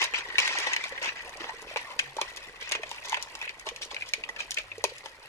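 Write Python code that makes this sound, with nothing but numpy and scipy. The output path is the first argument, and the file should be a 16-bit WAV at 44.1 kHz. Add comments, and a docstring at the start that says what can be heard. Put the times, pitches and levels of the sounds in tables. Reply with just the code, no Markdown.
"""A carpeted living room, two close-set microphones: a faint low hum, with two soft bumps, lies under it all.
From the start an iced drink is swung in a plastic shaker bottle, close by and to the left: grains and bubbles
rung through the bottle's modes slosh, gurgle and spray, and struck modes give the knocks of ice cubes. Within
the first second a thin trickle of coffee over ice in a glass jar fades up further off, as rising bubble tones
and soft crackle. Towards its end, sharp snaps of ice and gulps of air begin and go on among the swings."""
import sys
import numpy as np
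from scipy import signal
from scipy.fft import rfft, irfft
from scipy.io import wavfile
from scipy.ndimage import uniform_filter1d

SR = 44100
rng = np.random.default_rng(int(sys.argv[2]) if len(sys.argv) > 2 else 0)


def transcribe(u):
    """Save the signal u as a 16-bit wav file named by the first command-line argument.

    u: samples, shape (n,) or (channels, n), limited to [-1, 1]; the rate is SR.
    q: integer samples, one column per channel.
    """
    v = np.clip(np.atleast_2d(u).T, -1, 1)
    q = np.round(v * 32767).astype(np.int16)
    wavfile.write(sys.argv[1], SR, q)


N = 233097
TIME = np.arange(N) / SR

# resonances of the bottle's base, air space and wall: f/Hz, relative level/dB, t60/s (before any damping by a cube)
BASE_MODES = [(367, -13, 0.11), (413.5, -8, 0.13), (515, 0.5, 0.058), (611, 2, 0.12)]
CAVITY_MODES = [(824, -8.5, 0.0067), (910, 0, 0.029), (1068, -3.5, 0.03), (1420, -19.5, 0.039)]
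WALL_MODES = [(1554, -4.5, 0.022), (1802, -1.5, 0.036), (1980, 2, 0.018), (2225, -2, 0.074),
              (2580, 14, 0.0044), (2660, -32, 0.011), (3070, -6, 0.058), (3470, 0.5, 0.012),
              (4240, 4, 0.0053)]
# spectrum of a hard ice contact: f/Hz, relative level/dB
TICK_COLOUR = [(1500, -36.5), (3000, 6.5), (4000, 2), (5300, 0.5), (6900, -0.5), (7600, -8.5), (9800, -9),
               (12000, -15.5), (16000, -40)]
# spectrum of fine splashes and of crackling ice: f/Hz, relative level/dB
SPRAY_COLOUR = [(1500, -31), (3000, 2), (4000, 1), (5300, -4.5), (6800, -10), (10000, -10.5), (13000, -19),
                (16000, -52)]

# the wall's two singing resonances; where the drink lies decides which one leads
UPPER_HZ, LOWER_HZ = 2486, 1927
CHATTER_S = 0.006  # decay of a cube's chatter on the wall, and of the crumbling of a tick


def undb(db):
    """Decibels to gain."""
    return 10 ** (np.asarray(db) / 20)


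def unit(x):
    """Scale to rms 1."""
    return x / np.sqrt(np.mean(x ** 2) + 1e-18)


def curves(table):
    """The columns of a table, joined by straight lines in time."""
    s, *columns = np.transpose(table)
    return [np.interp(TIME, s, c) for c in columns]


def add(track, s, sound):
    """Mix a sound into a track at time s, or at the start if s is negative."""
    i = max(int(s * SR), 0)
    part = sound[:max(N - i, 0)]
    track[i:i + len(part)] += part


def through(x, response):
    """Pass a signal through an impulse response."""
    return signal.fftconvolve(x, response)[:len(x)]


def lowpass(x, hz, order):
    """Butterworth filter that keeps what lies below hz."""
    return signal.sosfilt(signal.butter(order, hz, fs=SR, output="sos"), x)


def highpass(x, hz, order):
    """Butterworth filter that keeps what lies above hz."""
    return signal.sosfilt(signal.butter(order, hz, "high", fs=SR, output="sos"), x)


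def bandpass(x, low_hz, high_hz, order):
    """Butterworth filter that keeps what lies between two frequencies."""
    return signal.sosfilt(signal.butter(order, [low_hz, high_hz], "band", fs=SR, output="sos"), x)


def band(low_hz, high_hz, order=3):
    """Impulse response of a broad band without single resonances."""
    return bandpass(signal.unit_impulse(1024), low_hz, high_hz, order)


def colour(points, size=512):
    """Causal (minimum-phase) impulse response with a spectrum of (Hz, dB) points."""
    hz, db = np.transpose(points)
    f = np.maximum(np.fft.rfftfreq(size, 1 / SR), 1)
    level_db = np.interp(np.log(f), np.log(hz), db)
    cepstrum = irfft(np.log(undb(level_db)))
    cepstrum[1:size // 2] *= 2
    cepstrum[size // 2 + 1:] = 0
    return irfft(np.exp(rfft(cepstrum)))


def clicks(rate, spread_db, size=N):
    """Random impulses, rate per second, many small and a few large."""
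    chance, weight, sign = rng.random((3, size))
    gain = undb(spread_db * np.minimum(-np.log(weight + 1e-12), 3.5))
    return (chance < rate / SR) * gain * np.sign(sign - 0.5)


def steady(x):
    """Even out the slow level of a grain stream, leaving its grain."""
    window = int(0.04 * SR)
    power = uniform_filter1d(uniform_filter1d(x ** 2, window), window)
    return x / np.sqrt(np.abs(power) + 1e-3 * np.mean(x ** 2))


def flicker(rate):
    """Random levels, rate per second, joined by straight slews; spread near 1.3."""
    k = int(SR / rate)
    held = np.repeat(rng.standard_normal(N // k + 1), k)
    return 1.63 * uniform_filter1d(held, k)[:N]


def ring(modes, detune=0.025, spot_db=7.0, size=4096):
    """One blow's response: the liquid's load detunes the modes, the spot that is hit weights them."""
    hz, db, t60 = np.transpose(modes)[:, :, None]
    t = np.arange(size) / SR
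    load, spot, polarity = rng.standard_normal((3, len(hz), 1))
    envelope = np.sign(polarity) * undb(db + spot_db * spot - 60 * t / t60)
    wave = (envelope * np.sin(2 * np.pi * hz * (1 + detune * load) * t)).sum(0)
    # the bottle radiates little outside the range of these modes
    return bandpass(wave, 0.87 * hz.min(), 1.07 * hz.max(), order=2)


def bubbles(rate, low_hz, high_hz, cycles, glide, spread_db):
    """Trapped air: short damped tones that rise as they near the surface."""
    out = np.zeros(N)
    for when, pitch, weight in rng.random((int(rate * N / SR), 3)):
        hz = low_hz * (high_hz / low_hz) ** pitch
        age = np.arange(int(cycles * SR / hz) + 2) * hz / (cycles * SR)  # 0 to 1 over the tone
        wave = undb(-50 * age) * np.sin(2 * np.pi * cycles * age * (1 + glide * age / 2))
        gain = undb(spread_db * min(-np.log(weight + 1e-12), 3.5))
        add(out, when * N / SR, gain * wave)
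    return unit(out)


def crack(shape, decay_s, size=1024):
    """A tiny fracture or splash: a burst of a millisecond or so, each with its own colour."""
    t = np.arange(size) / SR
    return unit(through(rng.standard_normal(size) * t * np.exp(-t / decay_s), shape))


def room_tone():
    """Low hum of the room, shaped from noise, with a few soft sine bumps."""
    # spectrum of the still room: f/Hz, relative level/dB (per Hz)
    hum_colour = [(20, -13), (36, 2), (47, 1), (62, -1.5), (80, -37), (97, -1), (115, -14), (135, -2),
                  (170, -26), (300, -14), (600, -20.5), (2000, -16.5), (8000, -29), (16000, -44)]
    # soft low bumps in the room: t/s, length/s, f/Hz, rms level/dB
    bump_list = [(2.012, 0.14, 138, -61), (4.63, 0.31, 96.5, -64.5)]
    shape = colour(hum_colour, size=16384)
    mid, side = (unit(through(rng.standard_normal(N), shape)) for _ in range(2))
    out = undb(-61.0) * mid
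    for s, length, hz, db in bump_list:
        t = np.arange(int(length * SR)) / SR
        swell = np.sin(np.pi * t / length)
        add(out, s, undb(db) * unit(swell * np.sin(2 * np.pi * hz * t)))
    return out + undb(-74) * np.array([side, -side])


def motion():
    """Sloshes on top of the swirl: gains of rattle, gurgle and spray, and the upper resonance's share."""
    # the drink swirling between sloshes: t/s, rattle level/dB, share of the upper wall resonance (0-1)
    swirl_curve = [(0, -41, 0), (0.85, -44, 0.05), (1.3, -44, 0.4), (1.6, -47.5, 0.2), (2.05, -47, 0.4),
                   (2.53, -50, 0.5), (2.8, -48, 0.6), (3.3, -45, 0.9), (3.6, -50.5, 0.43),
                   (4.45, -52, 0.36), (5.29, -51, 0.57)]
    # the drink thrown at the wall: t/s, length/s, ice rattle level/dB, gurgle level/dB, spray level/dB,
    # share of the upper wall resonance (0-1); levels are relative, before the mix
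    slosh_list = [(-0.01, 0.049, -22, -36, -34, 0.42), (0.136, 0.056, -30, -50, -38, 1),
                  (0.245, 0.047, -43, -43, -46.5, 0), (0.389, 0.15, -27.5, -36, -34, 0.45),
                  (0.543, 0.2, -28.5, -37, -39, 0.33), (0.769, 0.098, -36.5, -48, -41, 1),
                  (0.894, 0.088, -38.5, -46.5, -55, 0), (1.013, 0.073, -29.5, -39.5, -48, 0.98),
                  (1.151, 0.044, -37, -64, -73, 0.1), (1.39, 0.1, -40.5, -41.5, -44, 0),
                  (1.661, 0.062, -41.5, -63, -47.5, 1), (1.763, 0.04, -40, -51, -44, 0.9),
                  (1.865, 0.067, -47, -39, -47.5, .4), (2.175, 0.058, -40.5, -38.5, -43, 0.8),
                  (2.271, 0.013, -41, -46, -43.5, 0.05), (2.411, 0.039, -44.5, -51, -48.5, 0.3),
                  (2.603, 0.045, -40, -66, -43.5, 1), (2.662, 0.034, -34.5, -47, -45, 0.9),
                  (2.72, 0.039, -31, -47, -42, 0.67), (2.85, 0.099, -49.5, -54, -44.5, 0.9),
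                  (3.039, 0.069, -41.5, -42, -39, 0.45), (3.108, 0.095, -40.5, -56, -60, 0.22),
                  (3.188, 0.046, -63, -43, -43, .5), (3.421, 0.053, -44, -67, -64, 0.9),
                  (3.654, 0.022, -48, -34, -36.5, 0), (3.808, 0.03, -58, -74, -36, 0.9),
                  (3.901, 0.02, -42, -40, -39, 0.95), (3.924, 0.11, -47, -70, -49.5, 1),
                  (4.052, 0.035, -68, -65, -41.5, 0.4), (4.382, 0.045, -37.5, -68, -40, 0.98),
                  (4.56, 0.042, -38.5, -53, -41, 1), (4.882, 0.016, -42.5, -65, -41, 0.94),
                  (5.029, 0.048, -53, -44, -46.5, 0), (5.213, 0.028, -49, -47, -49, 0.8)]
    # each slosh swells, sags while it lasts and drains away
    attack_s, sag_db_per_s, drain_db_per_s = 0.0099, 8.5, 381
    gurgle_offset_db, spray_offset_db = -2, -5.5  # swirl's gurgle and spray relative to its rattle

    swirl_db, swirl_share = curves(swirl_curve)
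    power = undb(swirl_db + np.array([[0], [gurgle_offset_db], [spray_offset_db]])) ** 2
    upper_power = swirl_share * power[0]
    for s, length, rattle_db, gurgle_db, spray_db, share in slosh_list:
        age = np.maximum(TIME - s, 0)
        fall_db = sag_db_per_s * age + drain_db_per_s * np.maximum(age - length, 0)
        envelope = np.minimum(age / attack_s, 1) * undb(-np.minimum(fall_db, 120))
        surge = np.outer(undb([rattle_db, gurgle_db, spray_db]), envelope) ** 2
        power = power + surge
        upper_power = upper_power + share * surge[0]
    return *np.sqrt(power), np.clip(upper_power / power[0], 0, 1)


def rattle(modes, rate, spread_db, count=24):
    """Small collisions at many spots of the bottle, each spot ringing the modes differently."""
    spots = (through(clicks(rate / count, spread_db), unit(ring(modes, detune=0.065))) for _ in range(count))
    return steady(sum(spots))


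def singing_wall(hz, t60, wander, vigour):
    """Light touches keep one resonance of the wall ringing while the moving drink bends its pitch."""
    turn = np.exp(2j * np.pi * np.cumsum(hz * (1 + wander * flicker(25))) / SR)
    touches = clicks(220 * vigour, 3.6)
    # a decaying ring, computed in a frame that turns with the wandering pitch
    swing = signal.lfilter([1], [1, -undb(-60 / (t60 * SR))], touches / turn)
    return steady(bandpass((swing * turn).imag, 1300, 3600, order=2))


def gurgle_sound(vigour):
    """The air space and the base ring under many small blows, among low bubbles."""
    # the air space is strongest early on, the base gains on it later
    hollow_db = np.interp(TIME, [0.8, 3.3, 4.6], [2.0, 1.2, -1.5])
    air = undb(hollow_db - 0.5) * rattle(CAVITY_MODES, 170 * vigour, 1.8)
    base = undb(-hollow_db - 6.0) * rattle(BASE_MODES, 110 * vigour, 6.8)
    return air + base + undb(-4) * bubbles(90, 380, 1700, 10, 0.2, 4.5)


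def wall_wash(upper, vigour):
    """Slivers of ice wash along the singing wall; hard churning buries its resonances under collisions."""
    # in the hardest slosh this share of the power is slivers of ice hitting each other
    churn_share = 0.42
    singing = np.sqrt(upper) * singing_wall(UPPER_HZ, 0.0068, 0.035, vigour)
    singing += np.sqrt(1 - upper) * singing_wall(LOWER_HZ, 0.02, 0.015, vigour)
    # the singing stands out and gives the wash its hollow colour
    wall = undb(-0.5) * singing + undb(-7) * rattle(WALL_MODES, 330 * vigour, 3.4)
    wall += undb(-7.5) * steady(bubbles(300, 1400, 3400, 13, 0.12, 4.0))
    churn = np.clip(churn_share * (vigour - 1) / (vigour.max() - 1), 0, 1)
    collisions = steady(through(clicks(4200, 3.2), band(1420, 6180, order=5)))
    return np.sqrt(1 - churn) * wall + np.sqrt(churn) * collisions


def spray_sound(vigour):
    """Fine splashes and fizzing bubbles; a hard slosh throws heavier drops, whose spray is duller."""
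    heavy_spray_hz = 9200
    shape = colour(SPRAY_COLOUR)
    splashes = sum(through(clicks(12 * vigour ** 1.8, 5.2), crack(shape, 0.0002)) for _ in range(30))
    fizz = steady(bubbles(1100, 2900, 6800, 12, 0.08, 4.0))
    spray = undb(-0.5) * steady(splashes) + undb(-4) * fizz
    heavy = lowpass(spray, heavy_spray_hz, order=3)
    return spray / vigour + heavy * (1 - 1 / vigour)


def slosh(rattle_gain, gurgle_gain, spray_gain, upper):
    """The drink washes ice along the wall, gulps air and sprays; the harder it moves, the denser the grains."""
    vigour = np.clip(np.maximum(rattle_gain, 2 * spray_gain) / undb(-43.0), 1, 8)
    low = undb(-8.5) * gurgle_gain * gurgle_sound(vigour) + gulps()
    # a gentle wash arrives in clumps, a hard one is more even
    clumps_db = 2.0 * flicker(60) / np.sqrt(vigour)
    bright = rattle_gain * wall_wash(upper, vigour) + spray_gain * spray_sound(vigour)
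    return low, undb(clumps_db) * bright


def blow(response, chatter, chatter_s, size=4096):
    """A first contact followed by dying chatter of the cube; rms 1 over the first 10 ms."""
    t = np.arange(size) / SR
    force = chatter * clicks(1500, 0.67, size=size) * np.exp(-t / chatter_s)
    force[0] = 1
    sound = through(force, response)
    return sound / np.sqrt(np.mean(sound[:SR // 100] ** 2))


def contact(size):
    """One clean touch: a very short burst that holds every frequency about equally."""
    contact_s = 0.00076
    burst = rng.standard_normal(size) * np.exp(-np.arange(size) / (SR * contact_s))
    # keep the burst's phases and level its spectrum
    even = irfft(np.exp(1j * np.angle(rfft(burst, 2 * size))))[:size]
    return even * np.sqrt(SR * contact_s / 2)


def crunch(shape, crumble, decay_s, size=4096):
    """Ice crushed at the contact: a sharp crack, then a dying spray of fractures; rms 1 over 10 ms."""
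    t = np.arange(size) / SR
    fractures = unit(clicks(7000, 1.6, size=size)) * np.exp(-t / decay_s)
    sound = through(contact(size) + crumble * fractures, shape)
    return sound / np.sqrt(np.mean(sound[:SR // 100] ** 2))


def clink(hz, lead_db, t60=0.018, edge=0.63):
    """The wall struck by a cube: one resonance leads, and the drink muffles what lies below it."""
    wave = ring(WALL_MODES + [(hz, lead_db, t60)], detune=0.018, spot_db=1.5)
    return highpass(wave, edge * hz, order=3)


def knocks(upper):
    """Ice cubes strike base, air space and wall: returns the low body sound and the bright wall sound."""
    # cubes hitting the bottle: t/s, base thud level/dB, air space level/dB, wall ring level/dB,
    # contact tick level/dB; levels are relative, before the mix
    knock_list = [(0.0167, -35.5, -33, -20, -32), (0.026, -48, -46, -22.5, -36),
                  (0.0407, -42.5, -36, -39, -30), (0.1373, -61, -41, -27, -43.5),
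                  (0.1432, -65, -38, -20, -51), (0.1847, -62, -57, -34, -39.5),
                  (0.302, -74, -50, -32.5, -56), (0.355, -69, -50, -29, -59),
                  (0.383, -39, -29.5, -16.5, -28.5), (0.3897, -69, -61, -21.5, -28),
                  (0.4002, -56, -60, -26, -31), (0.4766, -65, -32.5, -26.5, -32),
                  (0.586, -37.5, -42, -38, -32), (0.6005, -40, -41, -31, -35.5),
                  (0.6703, -38.5, -31, -29, -39), (0.733, -73, -62, -22.5, -32),
                  (0.763, -74, -39, -24.5, -34.5), (0.8387, -67, -46, -28.5, -38.5),
                  (0.9772, -71, -65, -29.5, -56), (1.016, -37.5, -47, -37, -49),
                  (1.0448, -41, -45, -31, -38), (1.058, -56, -34.5, -29.5, -40),
                  (1.206, -70, -64, -35.5, -68), (1.406, -48, -47, -34, -66), (1.442, -57, -39, -33, -54),
                  (1.4934, -61, -33, -37.5, -52), (1.7602, -33, -29.5, -26, -46.5),
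                  (1.77, -50, -35, -28.5, -38.5), (1.9911, -78, -65, -20.5, -26.5),
                  (1.9954, -51, -56, -23, -36), (2.167, -33, -50, -49, -41.5),
                  (2.2138, -36, -26.5, -34, -31), (2.2228, -59, -50, -37, -61),
                  (2.3706, -46, -54, -41, -39.5), (2.713, -42, -35, -33, -40), (2.7202, -40, -40, -23, -27),
                  (2.7509, -37, -33, -28, -41), (2.833, -36, -42, -32.5, -45), (2.9135, -53, -35, -44, -39),
                  (3.1216, -64, -37, -33, -38), (3.129, -75, -25, -29, -46), (3.1437, -66, -31, -23.5, -39),
                  (3.1701, -40, -34, -32, -44), (3.3517, -80, -41.5, -39, -40.5),
                  (3.414, -67, -42.5, -32, -46.5), (3.4262, -69, -42, -35.5, -52),
                  (3.4762, -76, -75, -32.5, -61), (3.4926, -72, -67, -32, -44),
                  (3.6662, -38, -42.5, -41, -42), (3.688, -75, -49, -34.5, -35.5),
                  (3.761, -69, -67, -43, -43.5), (3.818, -66, -70, -41, -43),
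                  (3.8292, -70, -72, -40, -42.5), (3.9449, -46, -67, -37.5, -42.5),
                  (3.965, -71, -48, -27.5, -57), (4.009, -71, -70, -37, -57), (4.0215, -59, -76, -30, -52),
                  (4.1357, -50, -46, -23.5, -28.5), (4.2371, -64, -49, -29.5, -48.5),
                  (4.2897, -45, -40, -45.5, -43.5), (4.3623, -77, -49, -38, -49.5),
                  (4.4005, -53, -43, -40, -44), (4.404, -59, -62, -29.5, -40.5),
                  (4.517, -65, -62, -39.5, -34.5), (4.5718, -43, -66, -24, -55),
                  (4.585, -44, -76, -28, -38), (4.716, -46, -61, -35, -64), (4.84, -21.5, -24.5, -35, -26),
                  (4.849, -42, -45, -29, -39), (5.0584, -46, -39, -42, -42.5)]
    # a wet cube rings the leading resonance more purely than a dry one:
    # ring over tick/dB, level of the leading mode/dB
    purity_curve = [(5, 10.5), (22, 17)]
    base_damping = 2.1  # a cube resting on the base shortens its ring by this factor
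    # a cube above the drink ticks more than it rings, and its tick is brighter:
    dry_tilt, treble_hz = 0.45, 6360  # dB per octave above treble_hz, for each dB of tick over ring
    # a blow also shakes many weak, quickly damped modes, which fill the gaps between the strong ones
    wall_crunch_db, body_crunch_db, crunch_s = -4, -7, 0.0075

    low, bright = np.zeros(N), np.zeros(N)
    base = [(hz, db, t60 / base_damping) for hz, db, t60 in BASE_MODES]
    body_shape, wall_shape = band(350, 1220), band(1750, 3200)
    for s, base_db, cavity_db, wall_db, tick_db in knock_list:
        wetness_db = wall_db - tick_db
        lead_hz = UPPER_HZ if np.interp(s + 0.01, TIME, upper) > 0.36 else LOWER_HZ
        wall = clink(lead_hz, lead_db=np.interp(wetness_db, *np.transpose(purity_curve)))
        tilt = dry_tilt * np.clip(-wetness_db, -10, 20)
        tilted = [(hz, db + tilt * np.log2(max(hz / treble_hz, 1))) for hz, db in TICK_COLOUR]
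        tick = colour(tilted, size=1024)
        # a hard blow crumbles less than a light one; a wet cube crunches less than a dry one
        crumble = np.interp(tick_db, [-40, -28], [0.27, 0.17])
        dryness = np.interp(wetness_db, [9, 22], [1, 0.35])
        body_db = (base_db + cavity_db) / 2 + body_crunch_db
        add(low, s - 0.0005, undb(base_db - 5.0) * blow(ring(base), 0.036, 0.0034))
        add(low, s - 0.0003, undb(cavity_db - 4.0) * blow(ring(CAVITY_MODES), 0.12, 0.0078))
        add(low, s, undb(body_db) * crunch(body_shape, 0.76, crunch_s))
        add(bright, s, undb(wall_db + 1.97) * blow(wall, 0.67 * crumble, CHATTER_S))
        add(bright, s, dryness * undb(wall_db + wall_crunch_db) * crunch(wall_shape, 0.45, crunch_s))
        add(bright, s, undb(tick_db + 5.5) * crunch(tick, crumble, CHATTER_S))
    return low, bright


def pour():
    """Coffee trickles between the cubes as bubble tones, and the cubes crackle softly down in the jar."""
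    # coffee stream: t/s, relative level/dB
    stream_curve = [(0, -91), (1.0, -54), (1.4, -52.5), (2.5, -58.5), (3.3, -60.5), (4.4, -54.5),
                    (5.0, -60.5)]
    crackle_db = -12  # relative to the trickle
    trickle = bubbles(290, 420, 2800, 13, 0.2, 3.6)
    shape = colour(SPRAY_COLOUR)
    crackle = unit(sum(through(clicks(3.5, 4.8), crack(shape, 0.0002)) for _ in range(40)))
    return undb(curves(stream_curve)[0]) * (trickle + undb(crackle_db) * crackle)


def snaps():
    """Ice cracks under strain: only a dry, bright tick is heard, with no ring."""
    # snapping ice: t/s, relative level/dB (before the mix)
    snap_list = [(0.8917, -32.5), (1.0262, -29), (1.2927, -34), (1.37, -34.5), (1.6177, -34.5),
                 (2.362, -29.5), (2.6913, -28.5), (2.8918, -34), (3.055, -29.5), (3.0844, -31),
                 (3.0945, -23), (3.2244, -21), (3.595, -32.5), (3.8494, -33), (4.0875, -29.5),
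                 (4.5068, -18), (4.542, -25), (4.78, -35.5), (4.9813, -33)]
    offset_db, crumble = -8.5, 0.12  # level offset; how much a snap crumbles after its first crack
    out = np.zeros(N)
    shape = highpass(colour(TICK_COLOUR), 5200, order=2)
    for s, db in snap_list:
        add(out, s + 0.001, undb(db + offset_db) * crunch(shape, crumble, CHATTER_S))
    return out


def gulps():
    """A large air pocket closes in the drink: it swells, rings briefly and rises a little in pitch."""
    # air pockets: t/s, f/Hz, level/dB (before swell and decay)
    gulp_list = [(0.922, 526, -28.5), (1.275, 724, -35.5), (1.405, 340, -32), (1.52, 1010, -32.5),
                 (1.621, 443, -34.5), (1.712, 600, -30.5), (2.185, 890, -16), (2.795, 437, -30),
                 (2.914, 980, -37), (3.127, 980, -22), (3.716, 475, -34), (3.913, 833, -31),
                 (4.18, 434, -35.5), (4.29, 1950, -24), (4.78, 453, -28), (4.919, 490, -34.5)]
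    t60, glide, rise_s = 0.038, 0.06, 0.0012
    out, t = np.zeros(N), np.arange(int(0.08 * SR)) / SR
    for s, hz, db in gulp_list:
        swell = (1 - np.exp(-t / rise_s)) * undb(db - 60 * t / t60)
        add(out, s, swell * np.sin(2 * np.pi * hz * t * (1 + glide * t / (2 * t60))))
    return out


def ports(x, lag_ms, pan_db):
    """Two microphone ports: the right one hears it lag_ms later, the left one pan_db louder."""
    f_khz = np.fft.rfftfreq(2 * N, 1000 / SR)
    late = irfft(rfft(x, 2 * N) * np.exp(-2j * np.pi * f_khz * lag_ms))[:N]
    return np.array([x * undb(pan_db / 2), late * undb(-pan_db / 2)])


def diffuse(size):
    """Dense reflections at two ports, (bass, treble): bass alike at both, midrange partly opposed."""
    noise = rng.standard_normal((4, size))
    side = bandpass(noise[3], 900, 2000, order=2)
    bass = lowpass(noise[2], 750, order=4)
    treble = highpass(noise[:2] + np.array([side, -side]), 750, order=4)
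    return bass, treble


def scatter(x, db, bass_db=-3.5, size=1024):
    """Reflections from the table and the hand, which keep changing as the bottle swings."""
    decay_s = 0.003
    t, out = np.arange(size) / SR, np.zeros((2, N))
    fade = undb(db) * unit(np.exp(-t / decay_s) * (t > 0.0004)) / np.sqrt(size)
    starts = np.arange(0, N, size // 2)
    bass, treble = diffuse(len(starts) * size)
    responses = fade * (undb(bass_db) * bass + treble).reshape(2, -1, size)
    # overlapping stretches of sound, each with its own reflections
    padded, crossfade = np.pad(x, (0, size)), signal.windows.cosine(size)
    for track, side in zip(out, responses):
        for i, response in zip(starts, side):
            add(track, i / SR, signal.fftconvolve(padded[i:i + size] * crossfade, response))
    return out


def room(x, wet_db, size=16384):
    """The carpeted room rings briefly, a little longer in the bass."""
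    t60_low, t60_high = 0.3, 0.23  # seconds
    t = np.arange(size) / SR
    bass, treble = diffuse(size)
    tails = bass * unit(undb(-60 * t / t60_low)) + treble * unit(undb(-60 * t / t60_high))
    tails = tails * (t > 0.008)
    # soft furnishings swallow the highest treble
    tails = lowpass(tails, 6000, order=1)
    return undb(wet_db) * np.array([through(x, h / np.sqrt(size)) for h in tails])


def scene():
    """The bottle near and to the left, its low sound a little louder at the right port; the jar to the right."""
    bottle_low_hz = 221  # the bottle is too small to radiate much below this
    rattle_gain, gurgle_gain, spray_gain, upper = motion()
    bottle = np.add(knocks(upper), slosh(rattle_gain, gurgle_gain, spray_gain, upper))
    low, bright = highpass(bottle, bottle_low_hz, order=2)
    bright = bright + snaps()
    coffee = pour()
    direct = ports(low, 0.065, -1.3) + undb(-7.5) * ports(bright, 0.13, 2.5)
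    direct = direct + ports(coffee, -0.0076, -3.5)
    reflected = scatter(low + bright, -6.5) + room(low + bright, -13.5) + room(coffee, -5.0)
    return direct + reflected + room_tone()


def record(dry):
    """The recorder cuts the top treble with a steep low-pass filter."""
    top_hz = 16200
    return signal.sosfilt(signal.ellip(8, 0.2, 70, top_hz, fs=SR, output="sos"), dry)


dry = scene()
out = record(dry)
transcribe(out)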